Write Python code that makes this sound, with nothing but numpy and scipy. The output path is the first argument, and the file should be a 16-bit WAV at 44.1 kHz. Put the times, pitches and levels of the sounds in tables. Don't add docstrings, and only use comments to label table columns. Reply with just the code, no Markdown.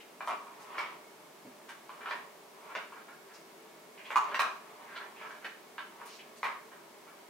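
import sys
import numpy as np
from scipy import signal
from scipy.fft import rfft, irfft
from scipy.io import wavfile

SR = 44100
rng = np.random.default_rng(int(sys.argv[2]) if len(sys.argv) > 2 else 0)


def transcribe(signal):
    frames = np.atleast_2d(signal).T
    limited = np.clip(frames, -1, 1)
    pcm = np.round(limited * 32767).astype(np.int16)
    wavfile.write(sys.argv[1], SR, pcm)


N = 321489

# start in seconds, relative levels of shell clack, hollow ring
# and contact tick in dB, shell brightness in dB per octave, resonance of the struck spot in Hz,
# first rebound delay in seconds, level change per rebound in dB.
KNOCKS = [(0.2062, -32, -38.5, -58, -2.5, 710, .012, -14), (0.2737, -29.5, -32.5, -49, -3.5, 760, 0.02, -2),
          (0.7811, -24.5, -38.5, -49, 0.5, 2170, .033, -8.5),
          (1.6912, -39, -48.5, -53, 3, 1400, 0.016, -13), (1.8922, -39, -44.5, -65, -3, 1250, 0.033, -12),
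          (2.0582, -29.5, -46, -60, -1.5, 1287, .0277, -5), (2.109, -27.5, -42, -58, -3, 2200, .0205, -7),
          (2.751, -27, -40, -60, -0.5, 595, .007, -4.5), (4.1044, -29.5, -41.5, -50, -3.5, 1930, .008, -4),
          (4.1578, -24, -19, -40, -3.5, 1250, 0.059, -15.5), (4.344, -22.5, -35, -45, 0, 1940, .012, -26),
          (4.393, -20.5, -26, -36, -0.5, 1700, .0135, -6.5), (4.4478, -30.5, -35.5, -58, -5, 890, .03, -11),
          (5.4453, -29.5, -51, -55, -1, 1800, .008, -6.5), (5.7808, -30, -42.5, -68, 2, 1420, 0.019, -12),
          (6.4303, -26, -33, -48.5, -2.5, 2070, .012, -4), (6.461, -31, -37.5, -55, -2.5, 2030, 0.038, -7)]
# start in seconds, relative levels of shell clack and hollow ring in dB,
# build-up of the shell in seconds.
NUDGES = [(0.467, -55, -49, 0.0044), (0.745, -36, -47.5, 0.0088), (2.0063, -36, -56, .004),
          (2.693, -39.5, -48.5, .014), (2.922, -40, -47.5, 0.0097), (2.9627, -44, -54, 0.0066),
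          (3.082, -42, -53, .006), (4.313, -32, -44, 0.0063), (4.959, -33, -46.5, 0.0046),
          (5.212, -36, -50, .008), (5.2475, -37.5, -47, .002), (5.3058, -37.5, -59, .002),
          (6.014, -42, -48, .002), (6.716, -44, -56.5, 0.0034), (7.071, -46.5, -55, .01)]
# nominal frequency in Hz, relative level in dB, T60 in seconds.
SHELL_MODES = [(419.6, -24, 0.12), (631, -2, 0.02), (782, -3, 0.023), (940, -17, 0.015),
               (1390, -6.5, 0.061), (1609, 9, 0.016), (1900, 4.5, 0.017), (2124, 6.5, 0.013),
               (2339, -5, 0.06), (2645, 0, 0.017), (2940, -1.5, 0.032), (3650, 3, 0.0087),
               (4520, 1.5, 0.0069), (5360, -30, 0.0041)]
# nominal frequency in Hz, relative level in dB,
# nominal T60 in seconds.
HOLLOW_MODES = [(764, -19, 0.051), (1018, -7.5, 0.035), (1100.4, 2, 0.022), (1219, -9, 0.036),
                (1380, -19, 0.062), (2380, -15, 0.024), (2666, -22.5, 0.026)]
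# frequency in Hz, relative density in dB per Hz.
TICK_SPECTRUM = [(500, -40), (2500, 14), (5000, 4.5), (8000, -1), (12000, -7.5), (14000, -5), (16000, -21)]
# frequency in Hz, relative density in dB per Hz.
BUZZ_SPECTRUM = [(200, -10), (550, -11), (1300, 0), (2500, -2), (3400, -6), (5500, -23), (8000, -64),
                 (15000, -51)]
# time of full speed in seconds, relative level in dB,
# run-up in seconds.
RUNS = [(0.83, -42.5, 0.49), (2.09, -42.5, 0.24), (2.7, -50.5, 0.37), (4.3, -40.5, 0.36), (4.51, -54, 0.25),
        (5.04, -51.5, 2.2), (5.27, -53.5, 0.63), (5.99, -50.5, 0.19)]
# frequency in Hz, relative density in dB per Hz.
RUMBLE_SPECTRUM = [(100, -37), (300, -13.5), (700, -3), (950, 1), (1120, 3.5), (1450, -9), (2400, -10),
                   (4000, -22), (12000, -46)]
# start in seconds, relative level in dB, length in seconds, centre in Hz.
SCRAPES = [(0.0, -49.5, 0.014, 2600), (0.776, -48, .02, 4440), (1.679, -49.5, 0.038, 1403),
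           (2.088, -47, 0.03, 3500), (2.747, -47.5, .011, 4750), (3.334, -51.5, .015, 5370),
           (3.972, -49.5, 0.039, 2140), (4.042, -47, 0.031, 2600), (4.856, -50.5, 0.2, 1674),
           (4.952, -45, 0.0234, 3300), (5.149, -51.5, .08, 2150), (5.411, -53, .04, 1700),
           (5.44, -50, 0.016, 3600), (6.186, -47.5, 0.016, 2500)]
# start in seconds, relative level in dB, length in seconds, centre in Hz.
BRUSHES = [(0.252, -54, .037, 6650), (0.59, -57.5, .045, 5400), (1.685, -52, 0.014, 6150),
           (2.63, -58.5, 0.126, 1490), (3.271, -57.5, .12, 1450), (5.18, -64, 0.21, 4000),
           (6.048, -50.5, 0.018, 7260), (6.047, -52.5, 0.13, 3530), (6.358, -53.5, 0.026, 5000)]
# start in seconds, relative level in dB.
PAWS = [(1.449, -45), (1.459, -42.5)]
# nominal frequency in Hz, relative level in dB, T60 in seconds.
BOARD_MODES = [(166, -8, 0.071), (251, -1.5, 0.089), (330, -2, 0.027), (520, -1, 0.023)]
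# time in seconds, left minus right in dB.
PLACE = [(0.3, 0), (0.8, -0.7), (2.8, -0.6), (4.2, -0.5), (5.4, -1), (7.2, -0.5)]
# nominal delay in seconds, linear gain.
ECHOES = [(.0022, 0.22), (.0066, 0.46), (.0093, 0.2), (.0122, 0.25), (0.016, .45), (.0238, .4)]
# frequency in Hz, T60 in seconds.
ROOM_T60 = [(200, 0.26), (1000, 0.41), (2500, 0.41), (6000, 0.4), (14000, 0.22)]
# frequency in Hz, correlation (no unit).
LIKENESS = [(30, .1), (130, 0.93), (300, 0.72), (1000, 0.46), (2000, 0.3), (4000, 0.11), (8000, 0.21),
            (15000, 0.26)]
# frequency in Hz, relative density in dB per Hz.
AIR_SPECTRUM = [(25, -39), (60, -29.5), (95, -30.5), (125, -21.5), (155, -11.5), (230, -6.5), (400, -11),
                (510, -8), (620, -5), (1000, -9.5), (1500, -13), (2300, -16), (5000, -20), (15500, -26)]
# frequency in Hz, level in dB, full width at half amplitude in Hz.
FAN_TONES = [(334.2, -72.5, 8.7), (393.3, -65, 41), (440.7, -68.5, 17), (605, -69, 36), (1707, -77, 10),
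             (2186, -74.5, 15), (2210, -78.5, 11)]

REBOUND_COUNT, GAP_SHARE = 3, 0.7
REBOUND_DULL_DB = -0.5
KNOCK_RISE_S = 0.00087
HARD_ABOVE_DB, SHARPER_PER_DB = -33, 0.003
NUDGE_BRIGHT_DB, NUDGE_SPOT_HZ = -3.5, 1590
ROCK_BACK_S, ROCK_BACK_DB = 0.043, -6
RUN_UP_DB, SETTLE_DB_PER_S = 20.5, 110
ROCKING_DB = -63.5
SCRAPE_OCTAVES, BRUSH_OCTAVES = 0.78, 1.5
AIR_DB = -56
EDGE_HZ = 15850


def knocks(tick_offset_db=-1, tick_decay_s=0.0019, tick_loss_db=-3):
    out = np.zeros((2, N))
    t = np.arange(SR // 10) / SR
    for s, clack_db, ring_db, contact_db, bright_db, spot_hz, gap, rebound_db in KNOCKS:
        for k in range(REBOUND_COUNT + 1):
            loss_db = k * rebound_db
            noise = colour(rng.standard_normal(len(t)), TICK_SPECTRUM)
            tick_db = contact_db + tick_offset_db + loss_db + k * tick_loss_db
            tick = amp(tick_db) * blow(noise * np.exp(-t / tick_decay_s))
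            dull_db = bright_db + k * REBOUND_DULL_DB
            add(out, s, strike(clack_db + loss_db, ring_db + loss_db, dull_db, spot_hz, KNOCK_RISE_S, tick))
            s = s + gap * GAP_SHARE ** k
    return out


def nudges():
    out = np.zeros((2, N))
    for s, clack_db, ring_db, rise in NUDGES:
        add(out, s, strike(clack_db, ring_db, NUDGE_BRIGHT_DB, NUDGE_SPOT_HZ, rise))
        back = strike(clack_db, ring_db, NUDGE_BRIGHT_DB, NUDGE_SPOT_HZ, rise)
        add(out, s + ROCK_BACK_S, amp(ROCK_BACK_DB) * back)
    return out


def strike(clack_db, ring_db, bright_db, spot_hz, rise, tick=0, shell_db=-11, hollow_db=-2, level_db=5.5):
    t = np.arange(SR // 10) / SR
    shell = amp(clack_db + shell_db) * clack(t, bright_db, spot_hz, max(rise, 1e-4))
    sharp = 1 + SHARPER_PER_DB * max(ring_db - HARD_ABOVE_DB, 0)
    even = np.ones(len(HOLLOW_MODES))
    hollow = amp(ring_db + hollow_db) * ring(HOLLOW_MODES, t * sharp, even, detune=0.012, rise=0.0014)
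    dry_blow = shell + hollow + tick
    wet = room(radiate(dry_blow, corner_hz=312), tail_db=-27.5)
    same_energy = wet * np.linalg.norm(dry_blow) / np.linalg.norm(wet) * np.sqrt(2)
    return amp(level_db) * same_energy


def clack(t, bright_db, spot_hz, rise, buzz_db=-1, buzz_decay=0.0052, spot_db=3, spot_octaves=0.37):
    mode_hz = np.transpose(SHELL_MODES)[0]
    buzz_hz, buzz_density_db = np.transpose(BUZZ_SPECTRUM)
    mode_tilt = bright_db * np.log2(mode_hz / 2000)
    buzz_tilt = bright_db * np.log2(buzz_hz / 2000)
    weights = rng.choice([-1, 1], len(SHELL_MODES)) * amp(mode_tilt)
    tilted = np.transpose([buzz_hz, buzz_density_db + buzz_tilt])
    chatter = colour(rng.standard_normal(len(t)), tilted)
    envelope = (1 - np.exp(-t / rise)) * np.exp(-t / (buzz_decay + rise))
    modes = ring(SHELL_MODES, t, weights, detune=0.029, rise=rise)
    shell = modes + amp(buzz_db) * blow(chatter * envelope)
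    return blow(shell + amp(spot_db) * band(shell, spot_hz, spot_octaves))


def ring(modes, t, weights, detune, rise):
    hz, db, t60 = np.transpose(modes)[:, :, None]
    hz = hz * (1 + detune * rng.standard_normal(hz.shape))
    decay = np.exp(-np.log(1000) * t / t60)
    waves = amp(db) * decay * np.sin(2 * np.pi * hz * t)
    swell = 1 - np.exp(-(t / rise) ** 2)
    return blow(weights @ waves * swell)


def rolling(level_db=-8, bumps_per_s=500):
    t = np.arange(N) / SR
    runs_db = []
    for s, db, run_up in RUNS:
        below_peak_db = np.maximum(RUN_UP_DB * (s - t) / run_up, SETTLE_DB_PER_S * (t - s))
        runs_db.append(db - below_peak_db)
    level = amp(np.maximum(np.max(runs_db, axis=0), ROCKING_DB) + level_db)
    bumps = rng.standard_normal(N) * (rng.random(N) < bumps_per_s / SR)
    return room(level * unit_rms(colour(bumps, RUMBLE_SPECTRUM)), tail_db=-23.5)[:, :N]


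def rubbing(strokes, octaves, level_db, slips_per_s):
    out = np.zeros(N)
    for s, db, length, hz in strokes:
        size = int(length * SR)
        slips = rng.standard_normal(size) * (rng.random(size) < slips_per_s / SR)
        slips = slips * signal.windows.tukey(size, 0.4)
        add(out, s, amp(db + level_db) * unit_rms(band(slips, hz, octaves, order=2)))
    return room(out, tail_db=-28.5)[:, :N]


def paws(level_db=-3.0):
    out = np.zeros(N)
    t = np.arange(SR // 10) / SR
    for s, db in PAWS:
        thump = ring(BOARD_MODES, t, np.ones(len(BOARD_MODES)), detune=0.038, rise=0.0011)
        add(out, s, amp(db + level_db) * thump)
    return room(radiate(out, corner_hz=200), tail_db=-37)[:, :N]


def radiate(x, corner_hz):
    return signal.sosfilt(signal.butter(3, corner_hz, "high", fs=SR, output="sos"), x)


def room(x, tail_db, onset=0.0054, shade_hz=4000):
    size = 2 ** 14
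    t = np.arange(size) / SR
    taps = rng.standard_normal((2, size)) * (rng.random(size) < 0.5)
    hz, when, z = signal.stft(unit_rms(diffuse(taps)), SR, nperseg=256)
    z = z * np.exp(-np.log(1000) * when / read(ROOM_T60, hz)[:, None])
    tail = signal.istft(z, SR, nperseg=256)[1][:, :size]
    response = amp(tail_db) * tail * (1 - np.exp(-(t / onset) ** 2))
    direct = np.exp(-2 * np.pi * shade_hz * t[:SR // 1000])
    direct = direct / direct.sum()
    add(response[0], 0, direct)
    add(response[1], 2 / SR, direct)
    for delay, gain in ECHOES:
        path_s = delay * (1 + 0.05 * rng.standard_normal())
        add(response, path_s, np.array([gain]))
    return signal.fftconvolve(x[None], response, axes=1)


def diffuse(pair):
    size = pair.shape[-1]
    a, b = rfft(pair)
    likeness = np.clip(read(LIKENESS, np.fft.rfftfreq(size, 1 / SR)), -1, 1)
    second = likeness * a + np.sqrt(1 - likeness ** 2) * b
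    return irfft(np.array([a, second]), size)


def background():
    air_noise = diffuse(rng.standard_normal((2, N)))
    air = amp(AIR_DB) * unit_rms(colour(air_noise, AIR_SPECTRUM))
    hz = np.fft.rfftfreq(N, 1 / SR)
    fan_noise = rfft(diffuse(rng.standard_normal((2, N))))
    peaks = sum(amp(db) * unit_rms(1 / (1 + (2 * (hz - f) / width) ** 2)) for f, db, width in FAN_TONES)
    return air + irfft(fan_noise * peaks, N)


def amp(db):
    return 10 ** (np.asarray(db) / 20)


def unit_rms(x):
    return x / np.sqrt(np.mean(x ** 2) + 1e-20)


def blow(x):
    return x * np.sqrt(SR / 100 / (np.sum(x ** 2) + 1e-20))


def read(points, hz):
    f, value = np.transpose(points)
    return np.interp(np.log(hz + 1), np.log(f + 1), value)


def colour(x, spectrum):
    size = x.shape[-1]
    return irfft(rfft(x) * amp(read(spectrum, np.fft.rfftfreq(size, 1 / SR))), size)


def band(x, hz, octaves, order=1):
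    edges = np.clip(hz * 2 ** (np.array([-0.5, 0.5]) * max(octaves, 0.1)), 50, SR / 2 - 100)
    return signal.sosfilt(signal.butter(order, edges, "band", fs=SR, output="sos"), x)


def add(mix, s, sound):
    part = mix[..., max(round(s * SR), 0):][..., :sound.shape[-1]]
    part += sound[..., :part.shape[-1]]


def scene():
    balance_db = np.interp(np.arange(N) / SR, *np.transpose(PLACE))
    claws = rubbing(SCRAPES, SCRAPE_OCTAVES, level_db=-6, slips_per_s=2500)
    fur = rubbing(BRUSHES, BRUSH_OCTAVES, level_db=-7, slips_per_s=2200)
    play = knocks() + nudges() + rolling() + claws + fur + paws()
    return play * amp(np.array([balance_db, -balance_db]) / 2) + background()


def record(dry):
    low_pass = signal.firwin(511, EDGE_HZ, window=("kaiser", 9), fs=SR)
    return signal.oaconvolve(dry, low_pass[None], "same")


dry = scene()
out = record(dry)
transcribe(out)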